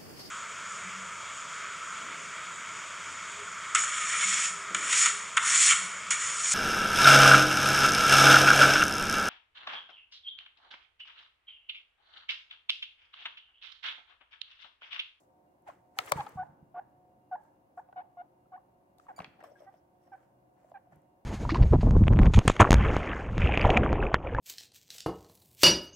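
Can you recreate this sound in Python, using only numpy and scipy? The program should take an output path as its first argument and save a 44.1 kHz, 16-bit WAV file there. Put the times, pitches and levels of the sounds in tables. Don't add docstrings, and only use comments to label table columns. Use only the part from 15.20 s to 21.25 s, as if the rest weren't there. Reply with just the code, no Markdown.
import sys
import numpy as np
from scipy import signal
from scipy.fft import rfft, irfft, next_fast_len
from scipy.io import wavfile

SR = 44100
rng = np.random.default_rng(int(sys.argv[2]) if len(sys.argv) > 2 else 0)


def dump(signal):
    limited = np.clip(np.atleast_2d(signal).T, -1, 1)
    pcm = np.round(limited * 32767).astype(np.int16)
    wavfile.write(sys.argv[1], SR, pcm)


def nominal_scale(level):
    x = np.asarray(level, float) / 20
    return 10 ** x


N = 266805


def squeaks():
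    # start in s, length in s, held pitch in Hz, peak level in dB, share of the length at the peak (0-1).
    calls = [(0.972, .054, 783.7, -33, 0.6), (1.062, 0.017, 831, -40.5, 0.42),
             (1.17, 0.068, 736.6, -32.5, 0.44), (1.542, 0.062, 723.5, -35.5, 1),
             (2.111, 0.053, 709.7, -32, 0.38), (2.572, 0.033, 716, -40.5, 0.26),
             (2.758, 0.067, 723.7, -38, 0.4), (2.968, 0.056, 706.3, -41.5, 0.59),
             (3.317, 0.055, 724.4, -44, 0.49), (3.882, 0.0397, 714, -44, 0.35),
             (4.462, 0.04, 778, -50, 0.35), (4.916, 0.048, 740.5, -45, 0.4), (5.539, 0.047, 759, -45, 0.41),
             (0.464, 0.032, 789, -44.5, 1)]
    # start above held pitch in Hz, final flick in Hz, its time before the end in s,
    # drop of the fundamental there in dB.
    glides = [(196.5, 167, .012, 5.5), (25, 17.5, 0.0031, 5), (30.5, 168.5, 0.0083, 1),
              (-20, 115.5, 0.007, 10), (94.5, 258, 0.008, 4.5), (14.5, 195, .009, 1), (42.5, 167, .015, 9),
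              (18, 97.5, 0.006, 5), (47.5, 226, 0.0089, 8), (332, 42, .003, 2), (-20.5, 21, 0.0045, 7),
              (103.5, 193, 0.0086, 16.5), (113, 190.5, .009, 18), (130, -150, .009, -3.5)]
    # middle after the start in s, half length in s.
    skips = [(0.019, 0.0051), (0.0092, 0.0065), (0.0129, 0.00773), (.021, 0.0098), (.012, .006),
             (0.0056, 0.0055), (0.015, 0.0035), (.005, .005), (0.015, 0.0074), (0.017, 0.017),
             (0.0097, 0.0073), (0.019, 0.0051), (0.029, 0.0042), (0.011, .003)]
    # left later in samples, overtones left-right in dB, overtones left later in samples.
    head = [(-3, -4, -10), (-1, -3, 4), (-2, -3, -1), (-1, -5, 0), (-2, 1, 2), (-2, 3, 4), (-4, 3, 15),
            (0, 2.5, 18), (-4, -3, 18), (-14, -3, -6), (-4, -5, -4), (-4, -2.5, -2), (-7, 2, -2),
            (-10, 2, -12)]
    # skipped-cycle line in dB, 2nd harmonic in dB,
    # 3rd harmonic in dB, lines half-way between harmonics in dB.
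    colour = [(-40, -14, -25.5, -41.5), (-15.5, -16, -17.5, -37), (-14.5, -13, -45, -39.5),
              (-18, -16, -40, -39.5), (-26, -15, -45.5, -51), (-19.5, -14.5, -58, -37),
              (-34.5, -11, -29, -39), (-17.5, -12, -32, -39), (-13.5, -10, -34.5, -41),
              (-17.5, -8.5, -29, -25), (-25.5, -15.5, -47.5, -18), (-41, -10, -28.5, -38),
              (-38.5, -9, -22.5, -39.5), (-17, -12, -19, -34.5)]
    roughness = [.25, .25, .09, .3, .08, .24, .26, .1, .13, .32, .12, .13, .16, .12]
    harmonic_falls = [5.4, 4.9, 4, 6.1, 3.2, 5, 4.5, 7.1, 4, 11, 9, 12, 10, 6.4]
    # rise of effort to the peak in dB, sag after it in dB.
    effort = [(4.5, 6.5), (7, 10), (9, 8), (9, 8), (10.5, 7.5), (5, 4.5), (6.5, 8.5), (7, 2), (7.5, 5),
              (3, 6), (7.5, 4.5), (7, 8.5), (8.5, 7), (9.5, 1.5)]
    settle_share, flick_s, collapse_s = 0.29, 0.0041, 0.0015
    open_s, close_s, overtone_growth, overtone_late_s = 0.0041, 0.0028, 1.5, 0.007
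    wobble_share, skip_ratio, skip_rise_per_s = 0.03, 1.55, 5.2
    out = np.zeros((2, N))
    for call, glide, skip, turn, tone, rough, fall_db, (swell_db, sag_db) in zip(
            calls, glides, skips, head, colour, roughness, harmonic_falls, effort):
        s, length, held_hz, peak_db, crest = call
        start_hz, flick_hz, tail_s, loss_db = glide
        skip_s, half_s = skip
        late, over_db, over_late = turn
        skip_db, second_db, third_db, half_db = tone
        t = np.arange(0, length, 1 / SR)
        from_tail = t - length + tail_s

        crest = np.clip(crest, .1, .9)
        rise_db = swell_db * (1 - t / length / crest)
        decline_db = sag_db * (t / length - crest) / (1 - crest)
        effort_db = -np.maximum(rise_db, decline_db)
        broken_db = loss_db * .5 * (1 + np.tanh(from_tail / collapse_s))
        fundamental = nominal_scale(peak_db + effort_db - broken_db)
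        bright = nominal_scale(overtone_growth * effort_db + peak_db - 0.44 * broken_db)
        bright *= np.clip(np.minimum(t, length - t) / overtone_late_s, 0, 1)

        noise = rng.standard_normal((4, int(.1 * SR)))[:, :len(t)]
        shimmer, jitter = 7 * filtered(noise[:2], 4, 450)
        hz = held_hz + start_hz * np.exp(-t / (settle_share * length))
        hz = hz + flick_hz * .5 * (1 + np.tanh(from_tail / flick_s))
        hz = hz * (1 + wobble_share * rough * 18 * filtered(noise[1, ::-1], 2, 70))
        skipping = np.exp(-((t - skip_s) / half_s) ** 4)
        unsteady = rough * (.4 + .6 * skipping)
        phase = 2 * np.pi * np.cumsum(hz) / SR + unsteady * jitter

        robbed = np.clip(0.87 * nominal_scale(skip_db + 12.5), 0, .8) * skipping
        voice = bright * nominal_scale(second_db) * (1 - robbed) * np.sin(2 * phase + 1)
        third, *upper = [bright * nominal_scale(third_db - fall_db * k) * np.sin((3 + k) * phase + k) for k in range(4)]
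        voice += third
        voice += bright * nominal_scale(half_db) * (np.sin(1.5 * phase) + np.sin(2.5 * phase))
        airflow = rms_one(filtered(noise[3], 3, [1000, 2500], "band"))
        voice += rough * nominal_scale(20 * np.log10(fundamental) - 26) * airflow

        skip_hz = held_hz * (skip_ratio + skip_rise_per_s * (t - skip_s))
        skip_phase = 2 * np.pi * np.cumsum(skip_hz) / SR + 2 * rough * shimmer
        low = fundamental * (np.sin(phase) + nominal_scale(skip_db + 4.0) * skipping * np.sin(skip_phase))

        gate = np.clip(np.minimum(t / open_s, (length - t) / close_s), 0, 1)
        shape = np.sqrt(2) * (1 + shimmer * unsteady) * gate
        add(out, s, lagged(low * shape, 0, late))
        add(out, s, lagged(sum(upper) * shape, over_db, late))
        add(out, s, lagged(voice * shape, over_db, over_late))
    return out


def knocks():
    # start in s, peak level in dB, ring in Hz, crack level in dB, t60 in s.
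    blows = [(.770, -53.5, 790, -82, 0.096), (0.7877, -32.5, 1286, -23.5, 0.022),
             (0.7878, -30, 2170, -67, .015), (.790, -30, 745, -38, 0.031), (0.875, -54, 1230, -36, 0.02),
             (0.88, -48, 1000, -44, .02), (.9148, -34.5, 610, -48, 0.02), (0.9207, -20, 1100, -27, 0.0065),
             (0.9198, -26, 2226, -29.5, 0.01), (.9211, -30, 560, -39, 0.022), (0.925, -35, 1000, -46, .011),
             (3.371, -59, 752, -78.5, 0.079), (4.007, -44.5, 760, -58.5, .012),
             (1.007, -44, 1100, -35, 0.029), (1.065, -44, 855, -47.5, 0.021),
             (3.989, -38, 1100, -51, 0.022), (4.003, -56, 478, -32.5, 0.016),
             (4.003, -40.5, 700, -60, 0.02), (4.019, -52, 690, -44, 0.019),
             (4.0451, -45.5, 2460, -34.5, 0.02), (4.0447, -47.5, 1570, -72, 0.0032),
             (4.208, -61.5, 1850, -62.5, 0.062), (4.227, -46.5, 602, -58, 0.018),
             (4.239, -49.5, 690, -66.5, 0.019), (3.797, -48.5, 1200, -65, .012),
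             (3.8665, -51.5, 1140, -65, 0.019), (.9255, -35, 920, -42, .012), (0.9304, -35, 897, -52, .012),
             (4.355, -63.5, 1633, -70, 0.054), (4.256, -64.5, 567.5, -62, 0.46),
             (4.432, -60, 590, -72, 0.12)]
    # start in s, peak level in dB, ring in Hz.
    taps = [(.4985, -44, 1052), (2.687, -51.5, 755), (2.726, -46, 760), (2.728, -53.5, 1483),
            (2.28, -62, 894), (3.256, -67, 1313), (3.377, -54, 1100), (2.694, -54, 757),
            (5.431, -55.5, 710), (5.728, -60, 1764), (4.257, -51, 620), (4.285, -57, 650),
            (4.298, -54.5, 697), (4.433, -51, 592), (3.784, -60.5, 743), (3.981, -44.5, 715),
            (4.191, -52.5, 753), (4.2095, -48, 770), (4.239, -49, 1133), (4.317, -49.5, 589),
            (4.87, -65.5, 1857), (4.404, -52, 596), (4.42, -48, 600), (4.54, -51, 660), (4.876, -53.5, 720),
            (5.376, -65, 1042), (5.445, -53.5, 631), (5.517, -44.5, 689), (5.671, -56, 715),
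            (5.722, -54.5, 730)]
    # ratio to the ring frequency, level in dB.
    plastic = [(1, 4), (0.32, -16.5), (0.88, -11), (1.4, -8), (4.1, -8.5)]
    tap_crack_db, tap_t60_s = -20, 0.022
    scatter_db, scatter_samples = 2.5, 9
    out = np.zeros((2, N))
    t = np.arange(int(.12 * SR)) / SR
    soft = [(s, db, hz, db + tap_crack_db, tap_t60_s) for s, db, hz in taps]
    for s, peak_db, hz, crack_db, t60 in [*blows, *soft]:
        hard = nominal_scale(.5 * (peak_db + 19.0))
        body = 0
        for ratio, db in plastic:
            level, detune, pan, lag = rng.standard_normal(4)
            mode_hz = hz * ratio * (1 + detune / 25 * (ratio != 1))
            gain = nominal_scale(db + 2.5 * level) * hard ** (.5 * max(ratio - 1, 0))
            mode = gain * ring(mode_hz, t60 / ratio ** .6, .0004 / hard)
            body = body + lagged(mode, scatter_db * pan, scatter_samples * lag)[:, :len(t)]
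        noise = rng.standard_normal((3, len(t)))
        noise[0, :2] = 6 * hard ** .4
        top_hz = np.clip(2000 + 6000 * hard, 1500, 12000)
        crack = (noise[0] + 0.31 * noise[1:]) * nominal_scale(-60 * t / 0.017)
        crack = filtered(crack, 3, [900, top_hz], "band")
        add(out, s, sided(nominal_scale(peak_db + 8.5) * body + nominal_scale(crack_db + 3.0) * crack, s))
    return out


def ticks():
    # start in s, peak level in dB.
    touches = [(.4224, -68), (.7808, -55), (.7876, -26), (.849, -48), (.857, -49), (.863, -42), (.897, -39),
               (.9194, -15), (.9744, -47), (.9944, -58), (1.064, -52), (1.0926, -48), (2.2368, -64),
               (3.784, -56), (3.8666, -70), (3.894, -70), (4.2072, -64), (4.2381, -57), (4.4075, -63),
               (4.54, -68), (5.4979, -65), (5.7593, -61), (5.8194, -67)]
    out = np.zeros((2, N))
    t = np.arange(int(.12 * SR)) / SR
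    for s, peak_db in touches:
        pulse = rng.standard_normal((2, len(t))) * nominal_scale(-60 * t / .004)
        tick = resonance(np.diff(pulse), 9500, 7000)
        add(out, s, sided(nominal_scale(peak_db - 1.5) * tick, s))
    return out


def clacks():
    # start in s, peak level in dB, centre in Hz.
    strikes = [(0.7883, -26, 3000), (0.8004, -46, 5000), (2.727, -61.5, 1700), (3.7845, -60.5, 3500),
               (3.799, -61, 3500), (3.982, -51, 1800), (3.986, -49, 2000), (3.9908, -46.5, 3930),
               (4.0008, -44, 2400), (4.008, -42, 1500), (4.0217, -52, 4300), (4.0448, -43, 2780),
               (4.195, -63, 2500), (4.227, -58.5, 1900)]
    t60_s = .008
    out = np.zeros((2, N))
    t = np.arange(int(.12 * SR)) / SR
    for s, peak_db, hz in strikes:
        snap = rng.standard_normal(len(t)) + .5 * rng.standard_normal((2, len(t)))
        snap = snap * nominal_scale(-60 * t / t60_s)
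        clack = resonance(resonance(snap, hz, 0.42 * hz), hz, 1.2 * hz)
        add(out, s, sided(nominal_scale(peak_db + 4.5) * clack, s))
    return out


def thuds():
    # start in s, peak level in dB, upper mode in Hz, t60 in s.
    landings = [(0.483, -67, 90, 0.059), (0.791, -60.5, 113, 0.12), (0.86, -60, 100, .08),
                (.92, -44, 132, 0.094), (0.957, -34, 145, 0.061), (0.99, -40.5, 138, 0.091),
                (1.156, -40.5, 140.5, 0.064), (1.189, -45, 160, 0.07), (1.222, -49.5, 125, 0.072),
                (1.293, -56, 153, 0.12), (1.425, -49, 154, 0.061), (3.992, -51.5, 171.6, 0.12),
                (4.004, -38.5, 180, 0.019), (4.077, -50.5, 172, 0.028), (5.726, -60, 143.3, 0.15),
                (5.766, -55.5, 150.7, 0.084)]
    out = np.zeros((2, N))
    for s, peak_db, hz, t60 in landings:
        boom = ring(hz, t60, 0.0022) + nominal_scale(-11.0) * ring(0.69 * hz, 1.4 * t60, 0.0036)
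        add(out, s, nominal_scale(peak_db + 6.5) * np.array([nominal_scale(-2.0) * boom, np.roll(boom, 14)]))
    return out


def scrabble():
    # loudest moment in s, pellets shifting in dB, fur and claws brushing in dB, swell in s, die in s.
    shuffles = [(.002, -85, -72, 0.016, 0.13), (.48, -60, -67, 0.028, 0.13), (.524, -89, -87, 0.034, 0.47),
                (.793, -55, -56.5, 0.041, 0.23), (.9, -56, -53, 0.12, 0.019),
                (.97, -52.5, -54.5, 0.057, 0.18), (1.1, -66, -68.5, 0.26, 0.27),
                (2.24, -86, -80, 0.17, 0.2), (2.586, -84.5, -77, 0.067, 0.08),
                (3.785, -100, -77, .02, 0.42), (3.898, -75.5, -82.5, 0.18, 0.11),
                (3.98, -71, -67.5, 0.017, 0.11), (4.01, -60.5, -80, 0.072, 0.23),
                (4.206, -64, -80.5, 0.013, 0.04), (4.238, -60.5, -66, 0.0045, 0.11),
                (4.4, -75, -75, 0.084, 0.087), (4.45, -80, -85, 0.19, 0.095), (4.54, -78, -83, 0.13, 0.14),
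                (4.84, -90, -83.5, 0.14, 0.64), (5.03, -79.5, -88, 0.25, .1),
                (5.376, -83, -93, 0.036, 0.63), (5.51, -92.5, -80, 0.29, 0.075),
                (5.724, -76, -81, 0.033, 0.21)]
    # loudest moment in s, level in dB, swell in s, die in s.
    tray_rumble = [
        (1.0, -63.5, 0.24, 2.6),
        (4.05, -65.5, 0.55, 0.72),
        (5.75, -72.5, 0.55, 0.47),
    ]
    # frequency in Hz, level in dB per Hz.
    pellet_spectrum = [(180, -37.5), (300, 0), (554, 4.5), (1150, 1), (1610, 2.5), (2070, -5), (3630, -22),
                       (6000, -27), (7800, -44), (13200, -120)]
    # frequency in Hz, level in dB per Hz.
    brush_spectrum = [(1470, -36), (2500, -18), (6550, -13.5), (8140, -6), (9510, -17), (14700, -18.5),
                      (16000, -22)]
    # centre in Hz, width in Hz, level in dB.
    bar_bands = [(3350, 450, -3), (5400, 800, 0), (8200, 800, -5), (11400, 800, -8), (13900, 800, -9)]
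    bars_reached_s, bars_left_s = 4.15, 4.94
    shifting, brushing = bursts(shuffles)
    pellets = coloured(grains(5000, 3), pellet_spectrum, [(300, .8), (3000, .3)], 1.5)
    brush = coloured(grains(21000, 1.3), brush_spectrum, [(3000, 0.2), (9000, 0.0029)], 1.2)

    claws = grains(12000, 1.7)[0]
    bars = 0
    for hz, width, level_db in bar_bands:
        band = resonance(resonance(claws, hz, width), hz, 2 * width)
        bars = bars + nominal_scale(level_db + 2.9 * drift(23.3)) * band
    bars = rms_one(bars)
    t = np.arange(N) / SR
    climbing = (t > bars_reached_s) & (t < bars_left_s)
    brush = np.where(climbing, 1.57 * bars + 0.47 * brush, brush * nominal_scale([[1.5], [-1.5]]))
    brushing = brushing * nominal_scale(1.5 * drift(35))

    rumble = rng.standard_normal(N) + 0.52 * rng.standard_normal((2, N))
    rumble = rms_one(resonance(resonance(rumble, 91, 140), 180, 200))
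    return nominal_scale(6.0) * shifting * pellets + nominal_scale(-4.5) * brushing * brush + bursts(tray_rumble) * rumble


def pluck():
    # mode in Hz, level in dB, t60 in s.
    bar_modes = [(2293, -10, 0.4), (4651, -3, 0.17), (6998, 0, 0.077), (9496, -8, 0.17), (12230, -13, 0.13),
                 (12480, -11, 0.066), (15290, -11, 0.053)]
    pluck_s, pluck_db, gripped_s = 3.9625, -57, 0.065
    out = np.zeros((2, N))
    wire = sum(nominal_scale(pluck_db + db) * ring(hz, t60, 0.00058) for hz, db, t60 in bar_modes)
    wire *= nominal_scale(-900 * np.maximum(np.arange(len(wire)) / SR - gripped_s, 0))
    add(out, pluck_s, wire * nominal_scale([[-1], [1]]))
    return out


def room(x):
    wall_echo_s, wall_echo_db, wall_cut_hz = 0.016, -21, 2800
    room_t60_s, treble_t60_s, room_db, build_s, low_hz = 0.65, 0.26, -44.5, 0.016, 1000
    cage_t60_s, cage_db = .1, -34
    scatter_per_s, steady_share = 130, 0.3
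    t, size = np.arange(SR) / SR, next_fast_len(N + SR)
    noise = rng.standard_normal((2, SR))
    dull = filtered(noise, 1, wall_cut_hz)
    build = np.clip(t / build_s, 0, 1)
    tail = dull * nominal_scale(-60 * t / room_t60_s) + (noise - dull) * nominal_scale(-60 * t / treble_t60_s)
    tail = nominal_scale(room_db) * filtered(tail * build ** 2, 2, low_hz, "high")
    tail += nominal_scale(cage_db - 60 * t / cage_t60_s) * dull[::-1] * build
    echo = np.zeros((2, SR))
    echo[[0, 1], (wall_echo_s * SR * np.array([1, 1.03])).astype(int)] += nominal_scale(wall_echo_db)
    echo = filtered(echo + 1e-18, 1, wall_cut_hz)
    scattered = x * (steady_share + drift(scatter_per_s))
    wet = rfft(tail, size) * rfft(scattered, size) + rfft(echo, size) * rfft(x, size)
    return irfft(wet, size)[:, :N]


def background():
    # frequency in Hz, level in dB per Hz.
    quiet = [(15, -49), (25, -20), (114, -11.5), (265, -13), (296, -8), (448, -20.5), (530, -2.5),
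             (615, -14.5), (715, 1.5), (785, -9.5), (912, -16.5), (1210, -27), (2200, -35.5), (2860, -64),
             (4840, -120)]
    # frequency in Hz, left-right likeness (clipped to -1..1).
    likeness_curve = [(60, 0.92), (240, 0.95), (950, -0.41), (3770, -1.1), (15000, 0.19)]
    # frequency in Hz, level in dB per Hz.
    hiss_spectrum = [(1300, -2.5), (2200, -0.5), (3500, -4), (6000, -5.5), (9000, -4.5), (13000, -2),
                     (16500, -3)]
    # centre in Hz, width in Hz, level in dB.
    motor_lines = [(128, 1.2, -80.5), (184.7, 4.2, -84), (301.7, 21, -78.5), (357.8, 6.1, -78.5),
                   (525, 19, -79.5), (556, 1.9, -81.5), (730.6, 4.6, -74), (918, 6, -82), (2800, 18, -101)]
    quiet_db, hiss_db = -65.5, -89.5
    air = nominal_scale(quiet_db - 2.5) * coloured(rng.standard_normal((2, 2, N)), quiet, likeness_curve, 0.58)
    hiss = coloured(rng.standard_normal((2, 2, N)), hiss_spectrum, [(1000, 0), (9000, 0)], .3)
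    white = rng.standard_normal((3, N))
    motor = white[0] + .5 * white[1:]
    hum = sum(nominal_scale(db) * rms_one(resonance(resonance(motor, hz, w), hz, w)) for hz, w, db in motor_lines)
    return air + nominal_scale(hiss_db + 3) * hiss + hum


def sided(x, s):
    # time in s, bright part left-right in dB, body left-right in dB, left later in samples.
    contact_side = [(.47, 12, 1, -17), (0.791, 12, -2, -12), (0.92, 4, 4.5, -10.5), (1.06, 8, -3.5, -1),
                    (2.72, 3, -1, 0.5), (3.9, 2.5, 1.5, -5), (4.02, 0.5, 2, -2.5), (4.21, 7, -0.5, -9.5),
                    (4.24, 2, 4, 4.5), (5.5, 0, 1, -1), (6, -5, 1, 4)]
    times, *columns = np.transpose(contact_side)
    bright_db, body_db, late = [np.interp(s, times, c) for c in columns]
    bass = signal.lfilter([.4], [1, -.6], x)
    return lagged(bass, body_db, late) + lagged(x - bass, bright_db, late)


def lagged(x, pan_db, late):
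    late = round(np.clip(late, -30, 30))
    x = np.broadcast_to(x, (2, x.shape[-1])) * nominal_scale(pan_db * np.array([[.5], [-.5]]))
    delays = [max(late, 0), max(-late, 0)]
    return np.array([np.pad(side, (d, 30 - d)) for d, side in zip(delays, x)])


def ring(hz, t60, rise_s):
    t = np.arange(int(.12 * SR)) / SR
    return np.sin(2 * np.pi * hz * t) * nominal_scale(-60 * t / t60) * (1 - np.exp(-t / rise_s))


def resonance(x, hz, width_hz):
    r = np.exp(-np.pi * width_hz / SR)
    return signal.lfilter([1 - r, 0, r - 1], [1, -2 * r * np.cos(2 * np.pi * hz / SR), r * r], x)


def grains(per_s, spread_db):
    shape = (2, 2, N)
    touching = rng.random(shape) < per_s / SR
    size = nominal_scale(spread_db * np.minimum(rng.exponential(1, shape), 4))
    return touching * size * rng.standard_normal(shape)


def bursts(rows):
    t, gain = np.arange(N) / SR, 0
    for s, *level_db, swell_s, die_s in rows:
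        away = np.maximum((s - t) / swell_s, (t - s) / die_s)
        gain = gain + nominal_scale(np.array(level_db)[:, None]) * nominal_scale(-30 * away)
    return gain


def coloured(source, spectrum, likeness, patchy_db):
    out, edges = 0, 24 * 2 ** np.arange(0, 9.6, .5)
    for k, (low, high) in enumerate(zip(edges, edges[1:])):
        hz = np.sqrt(low * high)
        if spectrum[0][0] < hz < 1.2 * spectrum[-1][0]:
            mid, side = filtered(source[k % 2], 2, [low, high], "band")
            alike = np.clip(at_hz(likeness, hz), -1, 1)
            gain = nominal_scale(at_hz(spectrum, hz) + patchy_db * drift(38))
            out = out + gain * (np.sqrt(1 + alike) * mid + np.sqrt(1 - alike) * side * [[1], [-1]])
    return out / np.sqrt(np.mean(out ** 2, axis=1).mean())


def drift(rate):
    r = np.exp(-80 * np.pi * rate / SR)
    slow = signal.lfilter([1], [1, -2 * r, r * r], rng.standard_normal(N // 40 + 2002))[2000:]
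    return np.interp(np.arange(N) / 40, np.arange(len(slow)), rms_one(slow))


def filtered(x, order, hz, kind="low"):
    return signal.sosfilt(signal.butter(order, hz, kind, fs=SR, output="sos"), x)


def rms_one(x):
    return x / np.sqrt(np.mean(x ** 2) + 1e-20)


def at_hz(points, hz):
    point_hz, value = np.transpose(points)
    return np.interp(np.log(hz), np.log(point_hz), value)


def add(track, at_s, sound):
    i = round(at_s * SR)
    track[..., i:i + sound.shape[-1]] += sound[..., :N - i]


def scene():
    # time in s, left-right in dB.
    place = [
        (0, 0),
        (1.2, 0),
        (3.4, .5),
        (3.9, 1),
        (4.5, -2),
        (5, -2),
        (5.6, -4),
    ]
    pan_db = np.interp(np.arange(N) / SR, *np.transpose(place))
    near = squeaks() * nominal_scale(pan_db * [[.5], [-.5]]) + knocks() + ticks() + clacks() + pluck()
    near = filtered(near + 1e-18, 3, 540, "high")
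    return near + room(near.mean(axis=0)) + thuds() + scrabble() + background()


def low_pass(x):
    return signal.sosfilt(signal.butter(12, 16650, fs=SR, output="sos"), x)


def record(dry):
    band = signal.butter(3, 42, "high", fs=SR, output="sos")
    top = signal.cheby2(14, 50, 16600, fs=SR, output="sos")
    mix = signal.sosfilt(np.vstack([band, top]), dry)
    return low_pass(mix)


dry = scene()
out = record(dry)
dump(out)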